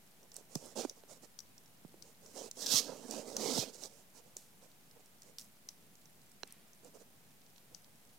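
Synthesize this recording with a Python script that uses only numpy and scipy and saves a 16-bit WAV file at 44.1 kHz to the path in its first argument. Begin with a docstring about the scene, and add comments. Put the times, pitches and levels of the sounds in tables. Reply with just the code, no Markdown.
"""A faint roar of flames under steady hiss is heard first, with small ticks and the sharp snaps of twigs.
Yard waste burns before a hand-held stereo camera: flames and hiss are shaped noise, snaps are short
resonant noise bursts with a scatter, and sap sizzles as dense clicks that die away.
Fingers brush, slide and knock on the casing near the right microphone: irregular slips drive the
casing modes to rumble and rasp, finer slips scratch, and each knock is a falling swing with a crack."""
import sys
import numpy as np
from scipy import signal
from scipy.io import wavfile
from scipy.ndimage import uniform_filter1d

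SR = 44100
rng = np.random.default_rng(int(sys.argv[2]) if len(sys.argv) > 2 else 0)


def materialize(psi):
    """Save the field psi as 16-bit PCM at rate SR to the path in sys.argv[1].

    A 1-D psi becomes a single channel; in a 2-D psi each row is a channel.
    """
    bounded = np.clip(np.atleast_2d(psi).T, -1, 1)
    quanta = np.round(bounded * 32767).astype(np.int16)
    wavfile.write(sys.argv[1], SR, quanta)


N = 360771


def amp(db):
    """Decibel definition: amplitude ratio of a level."""
    return 10 ** (np.asarray(db) / 20)


def evened(x):
    """Normalisation: scales to an rms of 1."""
    return x / np.sqrt(np.mean(x ** 2) + 1e-20)


def read(points, hz):
    """Interpolation of (frequency, value) points along log frequency; the end values hold beyond them."""
    f, value = np.transpose(points)
    return np.interp(np.log(hz + 1), np.log(f + 1), value)


def add(mix, s, sound):
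    """Superposition: adds a sound at time s, cut at the end of the mix."""
    part = mix[..., round(s * SR):][..., :sound.shape[-1]]
    part += sound[..., :part.shape[-1]]


def sides(pan_db):
    """Level difference between channels: left and right gains whose mean is 1."""
    left = amp(pan_db)
    return np.array([left, np.ones_like(left)]) * 2 / (1 + left)


def resonate(x, hz, width):
    """Simple resonance: a two-pole filter with a gain of 1 at its peak."""
    quality = max(hz / width, .3)
    b, a = signal.iirpeak(min(hz, .4 * SR), quality, SR)
    return signal.lfilter(b, a, x)


def pair(x, same, colour):
    """Partial coherence: two microphones hear x partly alike; colour(hz, s) gives the spectral gains."""
    other = x * rng.choice([-1., 1.], N)  # same envelope, unrelated waveform
    hz, t, z = signal.stft(np.array([x, other]), SR, nperseg=512, noverlap=384)
    c = np.clip(read(same, hz), -1, 1)[:, None]
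    left = c * z[0] + np.sqrt(1 - c ** 2) * z[1]
    z = np.array([left, z[0]]) * colour(hz, t)
    return signal.istft(z, SR, nperseg=512, noverlap=384)[1][:, :N]


# relative spectrum of flames and hiss: (frequency [Hz], density before panning [dB per Hz])
FLAME_SPECTRUM = [(21, -68), (35, -35), (140, 3), (334, -12.5), (454, -8.5), (516, -12.5), (684, -11),
                  (1110, -16.5), (2110, -17), (4800, -19.5), (10900, -19.5), (14800, -20), (16000, -25)]
# coherence of flames and hiss: (frequency [Hz], left-right likeness [-1 to 1])
FLAME_LIKENESS = [(60, 0.396), (180, 0.8), (550, 0.4), (1650, 0.0233), (4970, 0.057), (15000, 0.41)]
# balance of flames and hiss: (frequency [Hz], left minus right [dB])
FLAME_PAN = [(60, -3), (240, -2), (950, -1), (3770, -0.5), (15000, -1)]
FLAME_DB = -64  # rms of both channels together


def flames(patchy_db=1.0, lumpy_db=.7, roar_hz=500):
    """Filtered random noise: hiss with drifting patches; the low roar of the flames flutters."""
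    def colour(hz, s):
        """Slow modulation of the spectrum, fading out above roar_hz."""
        frames = len(s)
        patches = uniform_filter1d(rng.standard_normal((len(hz), frames)), size=6, axis=0)
        patches = evened(uniform_filter1d(patches, size=24, axis=1))
        lumps = evened(uniform_filter1d(rng.standard_normal(frames), size=30))
        low = 1 / (1 + (hz[:, None] / roar_hz) ** 2)
        db = read(FLAME_SPECTRUM, hz)[:, None] + (patchy_db * patches + lumpy_db * lumps) * low
        return amp(db) * sides(read(FLAME_PAN, hz))[:, :, None]
    return amp(FLAME_DB) * evened(pair(rng.standard_normal(N), FLAME_LIKENESS, colour))


# resonance of the microphone port: (frequency [Hz], width [Hz], relative level [dB])
PORT = (5710, 530, -6)


def snap(hz, t60, noise, width=0.18, rise_s=0.00081, edge_db=-18.0, lowest=0.56, wood_db=-22.5):
    """Impulsive fracture: a fibre bursts in noise, coloured by its size and the port, with a bright edge."""
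    t = np.arange(noise.shape[-1]) / SR
    burst = noise * (1 - np.exp(-(t / rise_s) ** 2)) * amp(-60 * t / max(t60, .002))
    edge = np.diff(burst * amp(-60 * t / 0.021), prepend=0)
    port_hz, port_width, port_db = PORT
    fibre = resonate(burst, hz, width * hz)
    sound = fibre + amp(port_db) * resonate(burst, port_hz, port_width) + amp(edge_db) * edge
    # small things radiate little bass
    bass_cut = signal.butter(6, lowest * hz, "highpass", fs=SR, output="sos")
    sound = signal.sosfilt(bass_cut, sound)
    sound = sound + amp(wood_db) * resonate(burst, 1740.0, 2200.0)  # the body of the twig
    return sound / abs(sound).max()


# snapping twigs: (time [s], peak before panning and scatter [dB], centre [Hz], left minus right [dB])
SNAPS = [(0.2299, -51, 6160, 4), (0.317, -42.5, 5400, -2), (0.3419, -40, 8520, -6),
         (0.3577, -43, 5850, -13), (0.3649, -29, 7760, -9), (0.553, -26, 6360, 0),
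         (0.6591, -41, 8330, -8.5), (0.8957, -28.5, 6300, -3), (1.3889, -31, 6100, 9),
         (1.4027, -35.5, 6050, 9.5), (1.5793, -43.5, 5530, -5), (1.659, -52, 5730, -5),
         (2.0226, -37.5, 5660, 8.5), (2.2612, -44, 5950, 10), (2.512, -31, 6270, -5),
         (2.5696, -41, 5890, 7), (2.661, -23.5, 5450, 2), (2.6655, -22.5, 5460, 1.5),
         (3.1095, -26, 6770, -12.5), (3.3657, -20, 5690, 0), (3.8353, -32, 5800, -15),
         (3.8565, -36, 5900, -4), (4.367, -28, 6815, -1), (4.9107, -51, 5030, -1.5),
         (5.0584, -49.5, 8090, -7.5), (5.2195, -40.5, 6300, -3), (5.2309, -46, 6060, -2),
         (5.3838, -32, 5000, 0), (5.3949, -40, 5280, -11), (5.4044, -45.5, 5530, 1.5),
         (5.4114, -42, 6400, -0.5), (5.419, -46, 5400, -5.5), (5.6872, -28.5, 5650, -1),
         (5.9534, -49, 6460, -3.5), (6.0556, -48, 6200, -7), (6.316, -48, 7500, -7.5),
         (6.4744, -43.5, 8340, -3.5), (6.5064, -47.5, 4800, -1), (6.5235, -31.5, 10100, -3.5),
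         (6.7321, -46, 6500, -3), (6.8463, -44.5, 7400, -4.5), (7.416, -54, 5000, 0),
         (7.56, -52, 4230, -5.5), (7.5797, -49.5, 4160, -12), (7.7463, -34, 5700, 13),
         (7.8436, -47.5, 4940, -4)]
TICKS_PER_S, TICKS_DB, TICKS_SPREAD_DB = 30., -60.5, 3.5  # small crackle: rate, base level, size scale
SNAP_CYCLES, TICK_CYCLES = 76, 47  # periods of the centre frequency in a 60 dB fall


def twigs(same=0.57, tail_db=-16.0, tail_t60=0.25):
    """Impulses and diffuse scattering: loud snaps, random ticks, a short scatter from ground and pile."""
    out = np.zeros((2, N))
    when, hz, size, pan = rng.random((round(TICKS_PER_S * N / SR), 4)).T
    tick_db = TICKS_DB - TICKS_SPREAD_DB * np.log(size + 0.09)
    ticks = np.transpose([when * N / SR, tick_db, 4000 + 7000 * hz, 8 * pan - 6])
    same = np.clip(same, 0, 1)
    for rows, cycles in [(SNAPS, SNAP_CYCLES), (ticks, TICK_CYCLES)]:
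        for s, db, hz, pan_db in rows:
            a, b = rng.standard_normal((2, 1200))
            noise = np.array([a, same * a + np.sqrt(1 - same ** 2) * b])
            add(out, s, amp(db) * sides(pan_db)[:, None] * snap(hz, cycles / hz, noise))
    t = np.arange(6000) / SR
    tail = rng.standard_normal((2, 6000)) * amp(-60 * t / tail_t60) * (t > .003)
    tail /= np.linalg.norm(tail[0])
    return out + amp(tail_db) * signal.oaconvolve(out, tail, axes=1)[:, :N]


# modes of the casing: (frequency [Hz], width of each pass [Hz], relative drive [dB])
CASING = [(143, 120, -8.), (252, 105, 6.5), (457, 190, 6.5), (660, 420, -3), (970, 250, -7.5),
          (1234, 390, -18.5)]


def casing(x, modes=CASING):
    """Modal superposition: each mode twice over, for steep flanks; neighbours swing in opposite sense."""
    total = 0
    for k, (hz, width, db) in enumerate(modes):
        mode = resonate(resonate(x, hz, width), hz, width)
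        total = total + (-1) ** k * amp(db) * mode
    return total


def slips(per_s, spread_db):
    """Stick-slip friction: random clicks of uneven size, as skin sticks and lets go."""
    size = amp(spread_db * np.minimum(rng.exponential(1, N), 4)) * rng.standard_normal(N)
    return size * (rng.random(N) < per_s / SR)


def uneven(hz, s, depth_db):
    """Surface roughness: random patches of pitch and time, as skin meets rougher and smoother spots."""
    field = uniform_filter1d(rng.standard_normal((len(hz), len(s))), size=3, axis=0)
    field = uniform_filter1d(field, size=18, axis=1)
    return amp(depth_db * evened(field))


# one long slide of the hand: (time [s], casing rumble [dB], skin scratch [dB]), before panning
SLIDE = [(2.552, -80, -65), (2.574, -56.5, -54.5), (2.628, -56, -40.5), (2.652, -53, -46),
         (2.726, -44.5, -29), (2.788, -54, -27), (2.82, -52, -45), (2.895, -47.5, -54.5), (2.991, -53, -60),
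         (3.075, -53, -58), (3.12, -43.5, -48), (3.201, -49, -51.5), (3.243, -54, -62), (3.289, -49, -53),
         (3.35, -50, -55.5), (3.416, -44, -42), (3.489, -40.5, -40.5), (3.592, -43, -35.5),
         (3.63, -45, -41.5), (3.668, -52.5, -54.5), (3.697, -56.5, -55), (3.727, -60.5, -68)]
# short brushes of a finger: (middle [s], rumble [dB], scratch [dB], length [s]), before panning
BRUSHES = [(0.237, -66, -85, 0.099), (.375, -61, -64, 0.11), (0.565, -60, -57, 0.048),
           (0.619, -62.5, -61.5, 0.27), (0.661, -55, -61, 0.082), (0.795, -39, -43, 0.088),
           (0.843, -49, -49.5, 0.046), (0.893, -63, -61, 0.078), (0.982, -70, -67.5, .06),
           (1.117, -57.5, -56.5, 0.077), (1.163, -64.5, -64.5, .05), (1.241, -57.5, -59, 0.049),
           (2.08, -66.5, -68, .12), (2.29, -64.5, -64, 0.17), (2.385, -47.5, -49.5, 0.1),
           (2.445, -51.5, -52.5, 0.11), (3.75, -62, -54, 0.06), (3.81, -60.5, -56.5, 0.11),
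           (3.845, -52, -51, 0.085), (3.955, -68.5, -66, 0.18), (4.174, -57.5, -60, 0.078),
           (4.27, -70, -71, 0.098), (4.642, -64.5, -65.5, 0.069), (4.534, -64.5, -80, .03),
           (4.969, -61, -83, 0.022), (5.002, -58.5, -70, .025), (5.28, -66, -67, 0.093),
           (6.863, -59, -66.5, 0.088), (6.957, -55.5, -65, 0.046), (7.013, -65, -65, 0.05),
           (7.725, -63, -80, .054)]
# relative scratch spectrum with its top at SCRATCH_HZ: (frequency [Hz], density [dB per Hz])
SCRATCH = [(1350, -34), (2300, -35), (2610, -35), (3070, -16), (4220, -5.5), (5670, -3.5), (8320, -9.5),
           (9230, -13.5), (15500, -27)]
# coherence of the handling sounds: (frequency [Hz], left-right likeness [-1 to 1])
GRIP_LIKENESS = [(60, 0.27), (180, 0.8), (550, 1), (1650, 0.86), (4970, 0.76), (15000, 0.21)]
# thin casing walls, rung by firm fast sliding: (frequency [Hz], width of each pass [Hz], drive [dB])
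RASP = [(1215, 620, 0.5), (1602, 206, 2), (2730, 2900, -1)]
GRIP_PAN_DB = -12  # left minus right
SCRATCH_HZ = 5300
RASP_DB, RASP_FOLLOWS_RUMBLE = -11, 0.32  # relative level; share of rumble rather than scratch (0-1)
# the scratch centre sinks from LIGHT_HZ towards HARD_HZ, halfway at HARD_DB, lagging by LINGER_S
LIGHT_HZ, HARD_HZ, HARD_DB, LINGER_S = 6740, 5240, -50.5, 0.028
BRUSH_EDGE_S = 0.055  # longest swell and fade of a brush; a longer brush holds between
BRUSH_DEEP_DB = -4  # a brushing finger stirs the two deepest modes less than the whole hand does


def grip(flutter_db=2.0, firm_db=-49.0):
    """Friction-driven resonance: slow slips shake the casing, fast ones scratch, duller under pressure."""
    t, power = np.arange(N) / SR, np.zeros((2, N))
    s, *levels = np.transpose(SLIDE)
    inside = (t >= s[0]) & (t < s[-1])
    power[:, inside] = [amp(2 * np.interp(t[inside], s, db)) for db in levels]
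    for middle, rumble_db, scratch_db, length in BRUSHES:
        swell = signal.windows.tukey(round(length * SR), min(2 * BRUSH_EDGE_S / length, 1))
        add(power, middle - length / 2, amp(2 * np.array([[rumble_db], [scratch_db]])) * swell)
    gains = np.sqrt(abs(uniform_filter1d(power, size=200)))
    share = np.clip(RASP_FOLLOWS_RUMBLE, 0, 1)
    rasp_gain = amp(RASP_DB) * gains[0] ** share * gains[1] ** (1 - share)
    # the pressure trembles
    tremble = uniform_filter1d(uniform_filter1d(rng.standard_normal(N), size=500), size=500)
    gains[0] *= amp(flutter_db * evened(tremble))

    keep = np.exp(-1 / (LINGER_S * SR))
    recent = signal.lfilter([1 - keep], [1, -keep], power[1])
    centre = LIGHT_HZ + (HARD_HZ - LIGHT_HZ) * recent / (recent + amp(2 * HARD_DB))

    coarse = pair(slips(3000., 1.9), GRIP_LIKENESS, lambda hz, t: uneven(hz, t, depth_db=2.0))
    # a light touch favours the high modes over the deep ones
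    firm = np.minimum(gains[0] / amp(firm_db), 1) ** 0.1
    deep = np.where(inside, 1, amp(BRUSH_DEEP_DB)) * firm * casing(coarse, CASING[:2])
    high = 1.22 * casing(coarse, CASING[4:]) / (firm + 0.19)
    rumble = deep + casing(coarse, CASING[2:4]) + high

    def scratch_colour(hz, frame_s):
        """Spectral scaling: the scratch spectrum slides with its moving centre."""
        frame_centre = np.interp(frame_s, t, centre)
        # the last row is left out: the level before it holds, under a fixed treble fall
        spectrum = amp(read(SCRATCH[:-1], hz[:, None] * SCRATCH_HZ / frame_centre))
        treble_fall = 1 + (hz[:, None] / 13200.0) ** 4
        return uneven(hz, frame_s, depth_db=1.5) * spectrum / treble_fall

    fine = slips(15000., 1.96)
    scratch = pair(fine, GRIP_LIKENESS, scratch_colour)
    rasp = casing(pair(fine, GRIP_LIKENESS, lambda hz, t: uneven(hz, t, depth_db=5.0)), RASP)
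    handling = gains[0] * evened(rumble) + gains[1] * evened(scratch) + rasp_gain * evened(rasp)
    return sides(GRIP_PAN_DB)[:, None] * handling


# sap sizzles out after a snap: (start [s], initial rms before panning [dB], t60 [s], centre [Hz])
SIZZLES = [(0.364, -60, 0.17, 7900), (2.024, -66.5, .215, 6500), (4.368, -58, 0.44, 6860),
           (5.384, -51, 0.24, 8500), (5.689, -63, 0.21, 7000), (6.47, -66.5, 1, 2300),
           (7.743, -62, .195, 6000)]
SIZZLE_PAN_DB = -1.5  # left minus right


def sizzles(width=1.0):
    """Band-limited shot noise with exponential decay: spitting steam that dies away."""
    spit = np.array([slips(8200.0, 1.8), slips(9000., 2.7)])
    shared = spit + .6 * spit[::-1]  # each side also hears the other's clicks
    out, t = np.zeros((2, N)), np.arange(SR // 2) / SR
    for s, db, t60, hz in SIZZLES:
        part = shared[:, round(s * SR):][:, :len(t)]
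        part = evened(resonate(resonate(part, hz, width * hz), hz, 2 * width * hz))
        decay = amp(db - 60 * t[:part.shape[1]] / t60)
        add(out, s, sides(SIZZLE_PAN_DB)[:, None] * decay * part)
    return out


# finger knocks: (time [s], peak before panning and bass cut [dB], lowest ring [Hz], nail crack [dB])
# the nail crack is relative to the rocking
KNOCKS = [(.5570, -31.5, 146, -42), (0.8499, -26.5, 259, -25), (1.0364, -48.5, 390, -3),
          (1.8490, -44, 150, -33), (1.9418, -49.5, 307, -28), (2.74, -37.5, 114, -40),
          (2.892, -40, 461, -40), (3.584, -31.5, 124, -30), (4.3650, -49.5, 364, -14),
          (6.4330, -28, 395, 13)]
# modes under a hard tap: (frequency [Hz], width setting the decay [Hz], relative level [dB])
NAIL = [(880, 1600, 4), (1560, 580, -5.5), (2830, 970, 1), (4120, 210, -10), (5700, 1400, 4.5)]
KNOCK_CYCLES = 7.4  # periods of the lowest ring in a 60 dB fall


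def knocks(start_hz=765.0, fall_s=0.0013, modes_db=-15.0):
    """Impact excitation: a tight high swing slows to the rocking of the whole camera and rings the casing."""
    out, t = np.zeros(N), np.arange(4000) / SR
    rung = casing(np.exp(-t / 0.00019))
    crack = 0
    for hz, width, db in NAIL:
        crack = crack + amp(db - 60 * t * width / 2.8) * np.sin(2 * np.pi * hz * t)
    crack = crack * (1 - np.exp(-t / 0.00059))
    for s, db, hz, crack_db in KNOCKS:
        turns = hz * t + (start_hz - hz) * fall_s * (1 - np.exp(-t / fall_s))
        envelope = amp(-60 * t * hz / KNOCK_CYCLES) * (1 - np.exp(-t / 0.0004))
        rock = -np.sin(2 * np.pi * turns) * envelope
        sound = rock + amp(modes_db) * rung / abs(rung).max() + amp(crack_db) * crack
        add(out, s, amp(db) * sound / abs(sound).max())
    return sides(GRIP_PAN_DB)[:, None] * out


LOW_CUT_HZ = 90  # microphone bass roll-off, applied to the handling sounds


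def scene():
    """Superposition of the fire and the handling sounds, the latter through the bass roll-off."""
    bass_cut = signal.butter(2, LOW_CUT_HZ, "highpass", fs=SR, output="sos")
    near = signal.sosfilt(bass_cut, grip() + knocks())
    return flames() + twigs() + near + sizzles()


EDGE_HZ, OFFSET = 16000, -.0005  # band limit, steady offset of the converter (full scale 1)


def record(dry):
    """Linear filtering: the converter offset, then the band limit."""
    low_pass = signal.firwin(511, EDGE_HZ, window=("kaiser", 9), fs=SR)
    return signal.oaconvolve(dry + OFFSET, low_pass[None], "same")


dry = scene()
out = record(dry)
materialize(out)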